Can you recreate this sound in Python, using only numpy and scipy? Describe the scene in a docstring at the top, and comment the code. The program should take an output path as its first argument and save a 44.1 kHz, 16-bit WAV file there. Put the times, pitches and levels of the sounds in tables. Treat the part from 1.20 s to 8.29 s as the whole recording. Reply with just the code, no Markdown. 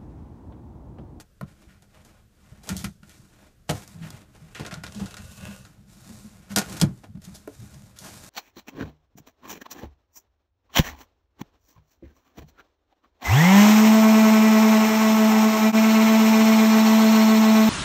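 """A cardboard box in a small, padded room: hands bump and stroke the board, then fibres and tape snap.
From 3.3 to 4.5 s a knife slits the taped seam; the flaps are then pulled open with hard snaps and pushes,
and strokes go on to the end. Snaps and scuffs are grain noise, rubbing is dense slips through resonances,
pushes are sagging sines in a hollow box and knocks are ringing board modes. A small microphone hears
the box over faint reflections and still air."""
import sys
import numpy as np
from scipy import signal
from scipy.fft import rfft, irfft
from scipy.io import wavfile

SR = 44100
rng = np.random.default_rng(int(sys.argv[2]) if len(sys.argv) > 2 else 0)


def wav_out(sig):
    """Save sig, one row per channel (or a flat mono array), as 16-bit PCM at SR to the path in sys.argv[1]."""
    wavfile.write(sys.argv[1], SR, np.round(np.clip(np.atleast_2d(sig).T, -1, 1) * 32767).astype(np.int16))


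N = 312752

# resonances of the hollow box: mode_hz, width_hz, relative level_db
BOX_MODES = [(73, 20, -1), (127.4, 36.6, -1), (163, 16.6, -1.5), (187, 28.7, 1), (219, 57.4, -6.5)]
# resonances of the corrugated board: mode_hz, width_hz, relative level_db
BOARD_MODES = [(284, 88, 6.5), (434, 88, -2.5), (560, 380, -2.5), (686, 70, -6), (1026, 630, -10.5),
               (1380, 70, -11.5), (1400, 100, -13.5), (1810, 270, -12), (2300, 120, -16.5),
               (2640, 54, -21.5)]
SLIT_FROM_S, SLIT_TO_S = 3.33, 4.46   # the blade runs along the seam


def from_db(db):
    """Decibels to gain."""
    return 10 ** (np.asarray(db) / 20)


def rms_one(x):
    """Scales x to rms 1."""
    return x / np.sqrt(np.mean(x ** 2) + 1e-20)


def at_hz(points, hz):
    """Reads a table on a log-frequency axis."""
    points = np.array(points)
    return np.interp(np.log(hz), np.log(points[:, 0]), points[:, 1])


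def drift(rate_hz):
    """Slow chance of spread 1: noise through a double one-pole low-pass."""
    r = np.exp(-2 * np.pi * rate_hz / SR)
    noise = rng.standard_normal(N + SR)
    return rms_one(signal.lfilter([1], [1, -2 * r, r * r], noise)[SR:])   # first second settles


def envelope(t, swell_s, t60_s):
    """Straight swell, then exponential decay."""
    swell = np.minimum(t / max(swell_s, 1e-4), 1)
    return swell * from_db(-60 * np.maximum(t - swell_s, 0) / max(t60_s, .01))


def colour(x, spectrum):
    """Shapes x by a spectrum; white noise of rms 1 keeps rms 1."""
    gain = from_db(at_hz(spectrum, np.linspace(1, SR / 2, N // 2 + 1)))
    return irfft(rfft(x) * rms_one(gain), N)


def resonate(x, modes, between_db):
    """Parallel resonances of alternating sign over a broad band; white noise of rms 1 keeps rms 1."""
    impulse = np.arange(N) == 0   # filtered alongside x to find the power gain
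    probe = np.stack([x, impulse])
    edges_hz = [0.53 * modes[0][0], 1.16 * modes[-1][0]]
    band = signal.butter(2, edges_hz, "band", fs=SR, output="sos")
    out = from_db(between_db) * signal.sosfilt(band, probe)
    for k, (hz, width_hz, level_db) in enumerate(modes):
        r = np.exp(-np.pi * width_hz / SR)
        top = (-1) ** k * from_db(level_db) * (1 - r * r) / 2
        poles = [1, -2 * r * np.cos(2 * np.pi * hz / SR), r * r]
        out += signal.lfilter([top, 0, -top], poles, probe + 1e-18)
    return out[0] / np.sqrt(np.sum(out[1] ** 2))


def grains(per_s, spread_db):
    """Random tiny slips of uneven size and either sign; rms 1."""
    size_db = spread_db * np.minimum(rng.exponential(1, N), 5)
    sizes = from_db(size_db) * rng.choice([-1, 1], N)
    return rms_one(sizes * (rng.random(N) < per_s / SR))


def still_air():
    """The quiet room: coloured noise whose level drifts slightly."""
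    # spectrum of the room tone: hz, relative level_db (per Hz)
    tone_spectrum = [(15, -8), (25, 12), (53, 8.5), (82, 6.5), (198, -7), (377, -9), (700, -14.5),
                     (868, -24), (1450, -16.5), (2110, -23.5), (7260, -25.5), (11500, -29.5), (15400, -28)]
    level_db = -59.5 + 0.27 * drift(3.0)
    return from_db(level_db) * colour(rng.standard_normal(N), tone_spectrum)


def room(x):
    """Dense reflections, each octave of noise dying at its own rate, the top ones soonest."""
    # decay of the padded room: hz, t60_s
    room_decay = [(100, 0.14), (1000, 0.15), (10000, 0.036)]
    t, tail = np.arange(SR // 2) / SR, 0
    for low_hz in 60 * 2. ** np.arange(8):
        band = signal.butter(2, [low_hz, 2 * low_hz], "band", fs=SR, output="sos")
        t60_s = at_hz(room_decay, np.sqrt(2) * low_hz)
        tail = tail + signal.sosfilt(band, rng.standard_normal(len(t))) * from_db(-60 * t / t60_s)
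    tail = tail * (t > .004)   # reflections start 4 ms after the direct sound
    return signal.fftconvolve(x, tail / np.sqrt(np.sum(tail ** 2)))[:N]


def drumming():
    """The pushed panel swells and dies at its own sagging pitch; the whole box joins in."""
    # pushes that set a panel drumming: start_s, level_db (peak), panel_hz (at the start), t60_s
    push_table = [(0.207, -33, 132, 0.053), (0.223, -28, 172, 0.049), (0.464, -41, 69, 0.049),
                  (1.314, -37, 118, 0.038), (1.497, -26, 194, 0.086), (1.509, -23, 192, 0.062),
                  (1.548, -36, 184.4, 0.32), (1.635, -25, 200.3, 0.12), (1.825, -41.5, 183, 0.02),
                  (2.49, -22.5, 158, 0.1), (2.527, -34, 109, 0.1), (2.742, -38, 171.7, 0.39),
                  (2.807, -34.5, 168, 0.17), (2.86, -48, 168, 0.1), (2.933, -36.5, 129, 0.054),
                  (3.213, -42, 164, 0.18), (3.401, -26, 141, 0.028), (3.523, -30, 179, 0.031),
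                  (3.569, -32.5, 168, 0.077), (3.753, -34.5, 209.6, 0.3), (3.809, -23.5, 194.2, 0.11),
                  (3.992, -35.5, 84, 0.081), (4.029, -42, 79.4, 0.17), (4.231, -38, 203, 0.062),
                  (4.275, -36, 204, 0.19), (4.892, -36.5, 226, 0.13), (5.041, -37.5, 219, 0.072),
                  (5.3, -33, 201, 0.25), (5.363, -18.5, 197.3, 0.061), (5.615, -14.5, 156.6, 0.12),
                  (5.628, -9, 174.7, 0.043), (5.665, -27.5, 130, 0.22), (5.946, -29, 172, 0.026),
                  (5.967, -31.5, 202, 0.02), (6.07, -34.5, 182.6, 0.11), (6.385, -39, 112, 0.21),
                  (6.42, -36, 113, 0.14), (6.549, -39, 137.6, 0.092)]
    swell_s = 0.0095
    panels, shake, t = np.zeros(N), np.zeros(N), np.arange(SR // 2) / SR
    for (start_s, level_db, panel_hz, t60_s), turn in zip(push_table, rng.random(len(push_table))):
        at = round(start_s * SR)
        rise = np.sin(np.pi / 2 * np.minimum(t / swell_s, 1)) ** 2
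        decay = from_db(-60 * (np.maximum(t - swell_s, 0) / max(t60_s, .02)) ** 1.36)
        shape = from_db(level_db) * rise * decay
        cycles = panel_hz * t * (1 - 0.33 * t) + turn   # pitch sags by 66 % of its start per second
        panels[at:at + len(t)] += (shape * np.sin(2 * np.pi * cycles))[:N - at]
        shake[at:at + len(t)] += shape[:N - at]
    shake = shake * rng.standard_normal(N)
    hollow = from_db(-10) * resonate(shake, BOX_MODES, between_db=-15)
    flaps = from_db(-22.5) * resonate(shake, BOARD_MODES[:4], between_db=-27)   # they rattle along
    return panels + hollow + flaps


def knocks():
    """A short blow sets the board modes near its pitch ringing freely, the high ones dying first."""
    # knuckle or flap on the board: start_s, level_db (peak of the ringing), pitch_hz, t60_s (at that pitch)
    knock_table = [(0.211, -26.5, 920, 0.039), (6.275, -27.5, 432, 0.064)]
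    out, t = np.zeros(N), np.arange(SR // 4) / SR
    start_turns = rng.random((len(knock_table), len(BOARD_MODES)))
    for (start_s, level_db, pitch_hz, t60_s), turns in zip(knock_table, start_turns):
        rings = np.zeros(len(t))
        for (hz, *_), turn in zip(BOARD_MODES, turns):
            gain = from_db(-9 * abs(np.log2(hz / pitch_hz)))   # 9 dB less per octave away
            ringing = envelope(t, .001, t60_s * pitch_hz / hz)
            rings += gain * ringing * np.sin(2 * np.pi * (hz * t + turn))
        click = 0.16 * envelope(t, 0.00018, 0.024) * rng.standard_normal(len(t))
        at = round(start_s * SR)
        out[at:at + len(t)] += from_db(level_db) * (rings / np.abs(rings).max() + click)
    return out


def pressure(now):
    """Each stroke is one arch of pressure; gains of hiss and scrape, strokes adding in power."""
    # blade and hands over the board: start_s, length_s, hiss_db (surface), scrape_db (board, over the hiss)
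    stroke_table = [(-.06, 0.094, -47, -4), (0.259, 0.11, -67, 3), (0.332, 0.28, -70, 3),
                    (0.673, 0.4, -69.5, 3.5), (1.114, 0.49, -69.5, 2.5), (1.436, 0.27, -53, 1),
                    (1.81, 0.36, -63.5, -4), (2.078, 0.28, -67.5, 1), (2.477, 0.21, -51.5, -3),
                    (2.651, 0.15, -58.5, -2.5), (2.773, 0.3, -57, 2.5), (3.062, 0.49, -66, 1.5),
                    (3.34, 0.18, -63, 11), (3.62, 0.57, -55.5, 0.5), (3.954, 0.6, -53, -3),
                    (4.169, 0.21, -55.5, 7.5), (4.404, 0.32, -72, -1), (4.667, 0.63, -56.5, -6),
                    (5.13, 0.48, -66.5, 2.5), (5.383, 0.28, -49, -0.5), (5.646, 0.26, -66, -7),
                    (6.0, 0.29, -59, -3.5), (6.23, 0.6, -58.5, -3.5), (6.787, 0.24, -51, -3),
                    (6.908, 0.27, -50, -7)]
    peak_at, sharpness = 0.38, 0.92   # share of the length at full pressure; power of the arch
    hiss, scrape = np.zeros(N), np.zeros(N)
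    bend = np.log(.5) / np.log(peak_at)
    for start_s, length_s, hiss_db, scrape_db in stroke_table:
        progress = np.clip((now - start_s) / length_s, 0, 1)
        arch = np.abs(np.sin(np.pi * progress ** bend)) ** sharpness
        hiss += (from_db(hiss_db) * arch) ** 2
        scrape += (from_db(hiss_db + scrape_db) * arch) ** 2
    return np.sqrt(hiss), np.sqrt(scrape)


def wandering(x, modes, between_db):
    """Resonances that each swell and fade on their own while the contact point travels."""
    power = sum(width_hz * from_db(2 * level_db) for _, width_hz, level_db in modes)
    voices = np.zeros(N)
    for mode in modes:
        _, width_hz, level_db = mode
        share = np.sqrt(width_hz / power) * from_db(level_db)
        sway = rms_one(from_db(5 * drift(6.0)))   # 5 dB spread
        voices += share * resonate(x * sway, [mode], between_db=-40)
    return .8 * voices + .6 * resonate(x, modes, between_db)


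def rubbing():
    """Dense slips hiss on the surface, ring in board or tape and shake the box; the grip wavers."""
    # level of the box rumble: time_s, level_db
    rumble_level = [(0.0, -63.5), (1.26, -64.5), (1.56, -46), (1.89, -66), (2.53, -66), (2.71, -57),
                    (3.16, -59.5), (3.71, -44.5), (3.83, -59), (4.27, -54), (4.6, -55.5), (5.33, -57),
                    (5.53, -44.5), (6.0, -56), (6.87, -63.5), (7.09, -81)]
    # resonances of the taut tape: mode_hz, width_hz, relative level_db
    seam_modes = [(560, 88, 3), (1200, 80, 7), (1530, 420, -6), (1450, 70, 9), (2620, 140, 3.5)]
    # spectrum of the surface hiss: hz, relative level_db (per Hz)
    hiss_spectrum = [(1530, -59), (2600, -14), (2830, -36), (3680, 3), (4060, 1), (7100, 4), (14700, -6.5),
                     (15800, -5)]
    now = np.arange(N) / SR
    hiss_gain, scrape_gain = pressure(now)
    rumble_gain = from_db(np.interp(now, *np.transpose(rumble_level)))
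    rumble_gain = rumble_gain + from_db(-1) * hiss_gain   # the box shakes under a stroke

    grip = from_db(1.5 * drift(25.0))
    slips = grains(7700.0, spread_db=0.5)
    slips = slips + .4 * grains(110.0, spread_db=3.5)   # now and then a fibre cracks
    hiss = colour(hiss_gain * grip * slips, hiss_spectrum)

    scrape = scrape_gain * grip * slips
    slitting = (now > SLIT_FROM_S) & (now < SLIT_TO_S)
    on_board = wandering(scrape * ~slitting, BOARD_MODES, between_db=-4)
    on_tape = resonate(scrape * slitting, seam_modes, between_db=-4)

    shaking = rumble_gain * from_db(2.67 * drift(8.2)) * rng.standard_normal(N)
    rumble = resonate(shaking, BOX_MODES, between_db=-29.5)
    return hiss + on_board + on_tape + rumble


def tear(bursts):
    """Bursts of tiny tears crack in the air and shake the board; modes near their pitch ring most."""
    # spectrum of the crack: hz, relative level_db (per Hz)
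    crack_spectrum = [(1530, -24), (2600, -8.5), (3240, 6), (6630, 5.5), (9820, -2), (10800, 0),
                      (15000, -8), (15800, -14)]
    bright, airy, board = np.zeros(N), np.zeros(N), np.zeros((len(BOARD_MODES), N))
    mode_hz = np.array(BOARD_MODES)[:, :1]
    for start_s, level_db, tearing, airy_db, board_db, pitch_hz, shaking in bursts:
        at = round(start_s * SR)
        span = slice(at, at + len(tearing))
        bright[span] += from_db(level_db - 14) * tearing   # noise peaks stand well above its rms
        airy[span] += from_db(level_db - 7.5 + airy_db) * tearing
        near = from_db(board_db - 10.8 * np.abs(np.log2(mode_hz / pitch_hz)))
        board[:, span] += near * shaking ** ((mode_hz / 1000) ** 0.25)   # high modes die first
    tears = grains(9000.0, spread_db=3.2)
    low = signal.butter(2, 9000, "low", fs=SR, output="sos")
    high = signal.butter(2, 9000, "high", fs=SR, output="sos")
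    crack = signal.sosfilt(low, bright * tears) - signal.sosfilt(high, airy * tears)
    out = colour(crack, crack_spectrum)
    for mode, drive in zip(BOARD_MODES, board):
        out += from_db(mode[2]) * resonate(drive * tears, [mode], between_db=-30.5)
    return out


def scuffs():
    """Short scuffs of a hand or flap: tears that swell and die."""
    # start_s, level_db (bright part), board_db, pitch_hz (board), swell_s, t60_s (board: at 1 kHz)
    scuff_table = [(0.4094, -58, -56.5, 940, 0.014, 0.086), (0.483, -64, -54.5, 1860, 0.0099, 0.47),
                   (1.43, -41, -58, 473, 0.0084, 0.18), (2.8135, -72, -40.5, 1890, 0.021, 0.18),
                   (5.287, -38, -41, 1278, 0.036, 0.11), (5.5647, -30.5, -40, 1400, 0.0035, 0.15),
                   (5.831, -60, -48.5, 660, 0.011, 0.069), (6.034, -36, -54, 1680, 0.018, 0.049),
                   (6.1396, -35.5, -58.5, 560, 0.013, 0.15), (6.754, -45, -50.5, 2040, 0.018, 0.14),
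                   (6.8325, -37, -46.5, 1037, 0.013, 0.41)]
    t, bursts = np.arange(SR // 4) / SR, []
    for start_s, level_db, board_db, pitch_hz, swell_s, t60_s in scuff_table:
        shape = envelope(t, swell_s, t60_s)
        bursts.append((start_s, level_db, shape, -3, board_db, pitch_hz, shape))
    return tear(bursts)


def snaps():
    """Tape and fibres snap: a tick, then a dying spray of smaller tears."""
    # start_s, level_db (tick), board_db, pitch_hz (board), t60_s (spray; board: at 1 kHz)
    snap_table = [(0.6226, -45, -60, 700, 0.15), (0.8485, -39, -61, 436, 0.2),
                  (1.4724, -31.5, -48.5, 590, 0.25), (1.4907, -16.5, -29.5, 1540, 0.12),
                  (1.5658, -18.5, -76, 418, 0.34), (1.6426, -17, -22.5, 2070, 0.073),
                  (1.831, -54, -48.5, 1340, 0.071), (1.894, -39, -49.5, 2720, 0.4),
                  (2.187, -58, -55.5, 1540, 0.14), (2.4921, -22.5, -24, 990, 0.028),
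                  (2.4961, -21.5, -26, 440, 0.085), (2.508, -18, -55, 486, 0.056),
                  (2.5518, -37, -45.5, 765, 0.18), (2.6772, -33, -51, 754, 0.017),
                  (2.885, -43, -58, 680, 0.013), (2.904, -25.5, -47, 384, 0.022),
                  (3.1488, -49, -54, 680, 0.11), (3.3481, -29, -30.5, 2700, 0.34),
                  (3.396, -34, -40, 444, 0.16), (3.4489, -42, -34, 1370, 0.072),
                  (3.463, -19.5, -37, 1350, 0.096), (3.5104, -29, -36, 1210, 0.29),
                  (3.5404, -21, -57, 1370, 0.03), (3.6357, -23.5, -32.5, 1400, 0.1),
                  (3.6651, -26, -41.5, 1520, 0.13), (3.7222, -30, -43, 1460, 0.025),
                  (3.7477, -25.5, -54, 354, 0.39), (3.7955, -33, -47.5, 655, 0.28),
                  (3.8586, -25, -43.5, 1300, 0.099), (3.9085, -29.5, -46, 1420, 0.12),
                  (3.9418, -27, -35, 1400, 0.024), (3.9677, -23.5, -40, 1470, 0.16),
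                  (4.4508, -34.5, -46, 1400, 0.072), (5.3608, -2, -19, 1380, 0.12),
                  (5.372, -17, -28.5, 695, 0.061), (5.3844, -8, -33.5, 550, 0.074),
                  (5.415, -43, -34.5, 1030, 0.099), (5.497, -27, -46, 1220, 0.11),
                  (5.525, -24.5, -61, 1280, 0.089), (5.5992, -22.5, -38, 1400, 0.18),
                  (5.614, -4, -23.5, 626, 0.067), (5.7754, -45, -60.5, 353, 0.076),
                  (6.0183, -39.5, -60, 960, 0.3), (6.5433, -38, -59, 815, 0.029),
                  (6.787, -26, -62, 1450, 0.31)]
    spray_db = -10   # over the tick
    top_octave_db, top_octave_slit_db = -3.5, -44   # shift above 9 kHz; duller under the blade
    t, bursts = np.arange(SR // 4) / SR, []
    tick = envelope(t, .0003, .009)
    for start_s, level_db, board_db, pitch_hz, t60_s in snap_table:
        tearing = tick + from_db(spray_db) * envelope(t, 0.0013, t60_s)
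        airy_db = top_octave_slit_db if SLIT_FROM_S < start_s < SLIT_TO_S else top_octave_db
        shaking = envelope(t, 0.00074, t60_s)
        bursts.append((start_s, level_db, tearing, airy_db, board_db, pitch_hz, shaking))
    return tear(bursts)


def scene():
    """Box sounds, their reflections and the still air of the room."""
    box = drumming() + knocks() + rubbing() + scuffs() + snaps()
    return (box + from_db(-15.0) * room(box) + still_air())[None]


def record(dry):
    """The small microphone drops the deepest bass; peaks are rounded and the top is cut."""
    peak_top, cutoff_hz = .55, 16200   # height that peaks are rounded towards; 70 dB down from here up
    bass_cut = signal.butter(2, 30.0, "high", fs=SR, output="sos")
    thin = signal.sosfilt(bass_cut, dry)
    rounded = peak_top * np.tanh(thin / peak_top)
    top_cut = signal.cheby2(12, 70, cutoff_hz, fs=SR, output="sos")
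    return signal.sosfilt(top_cut, rounded)


dry = scene()
out = record(dry)
wav_out(out)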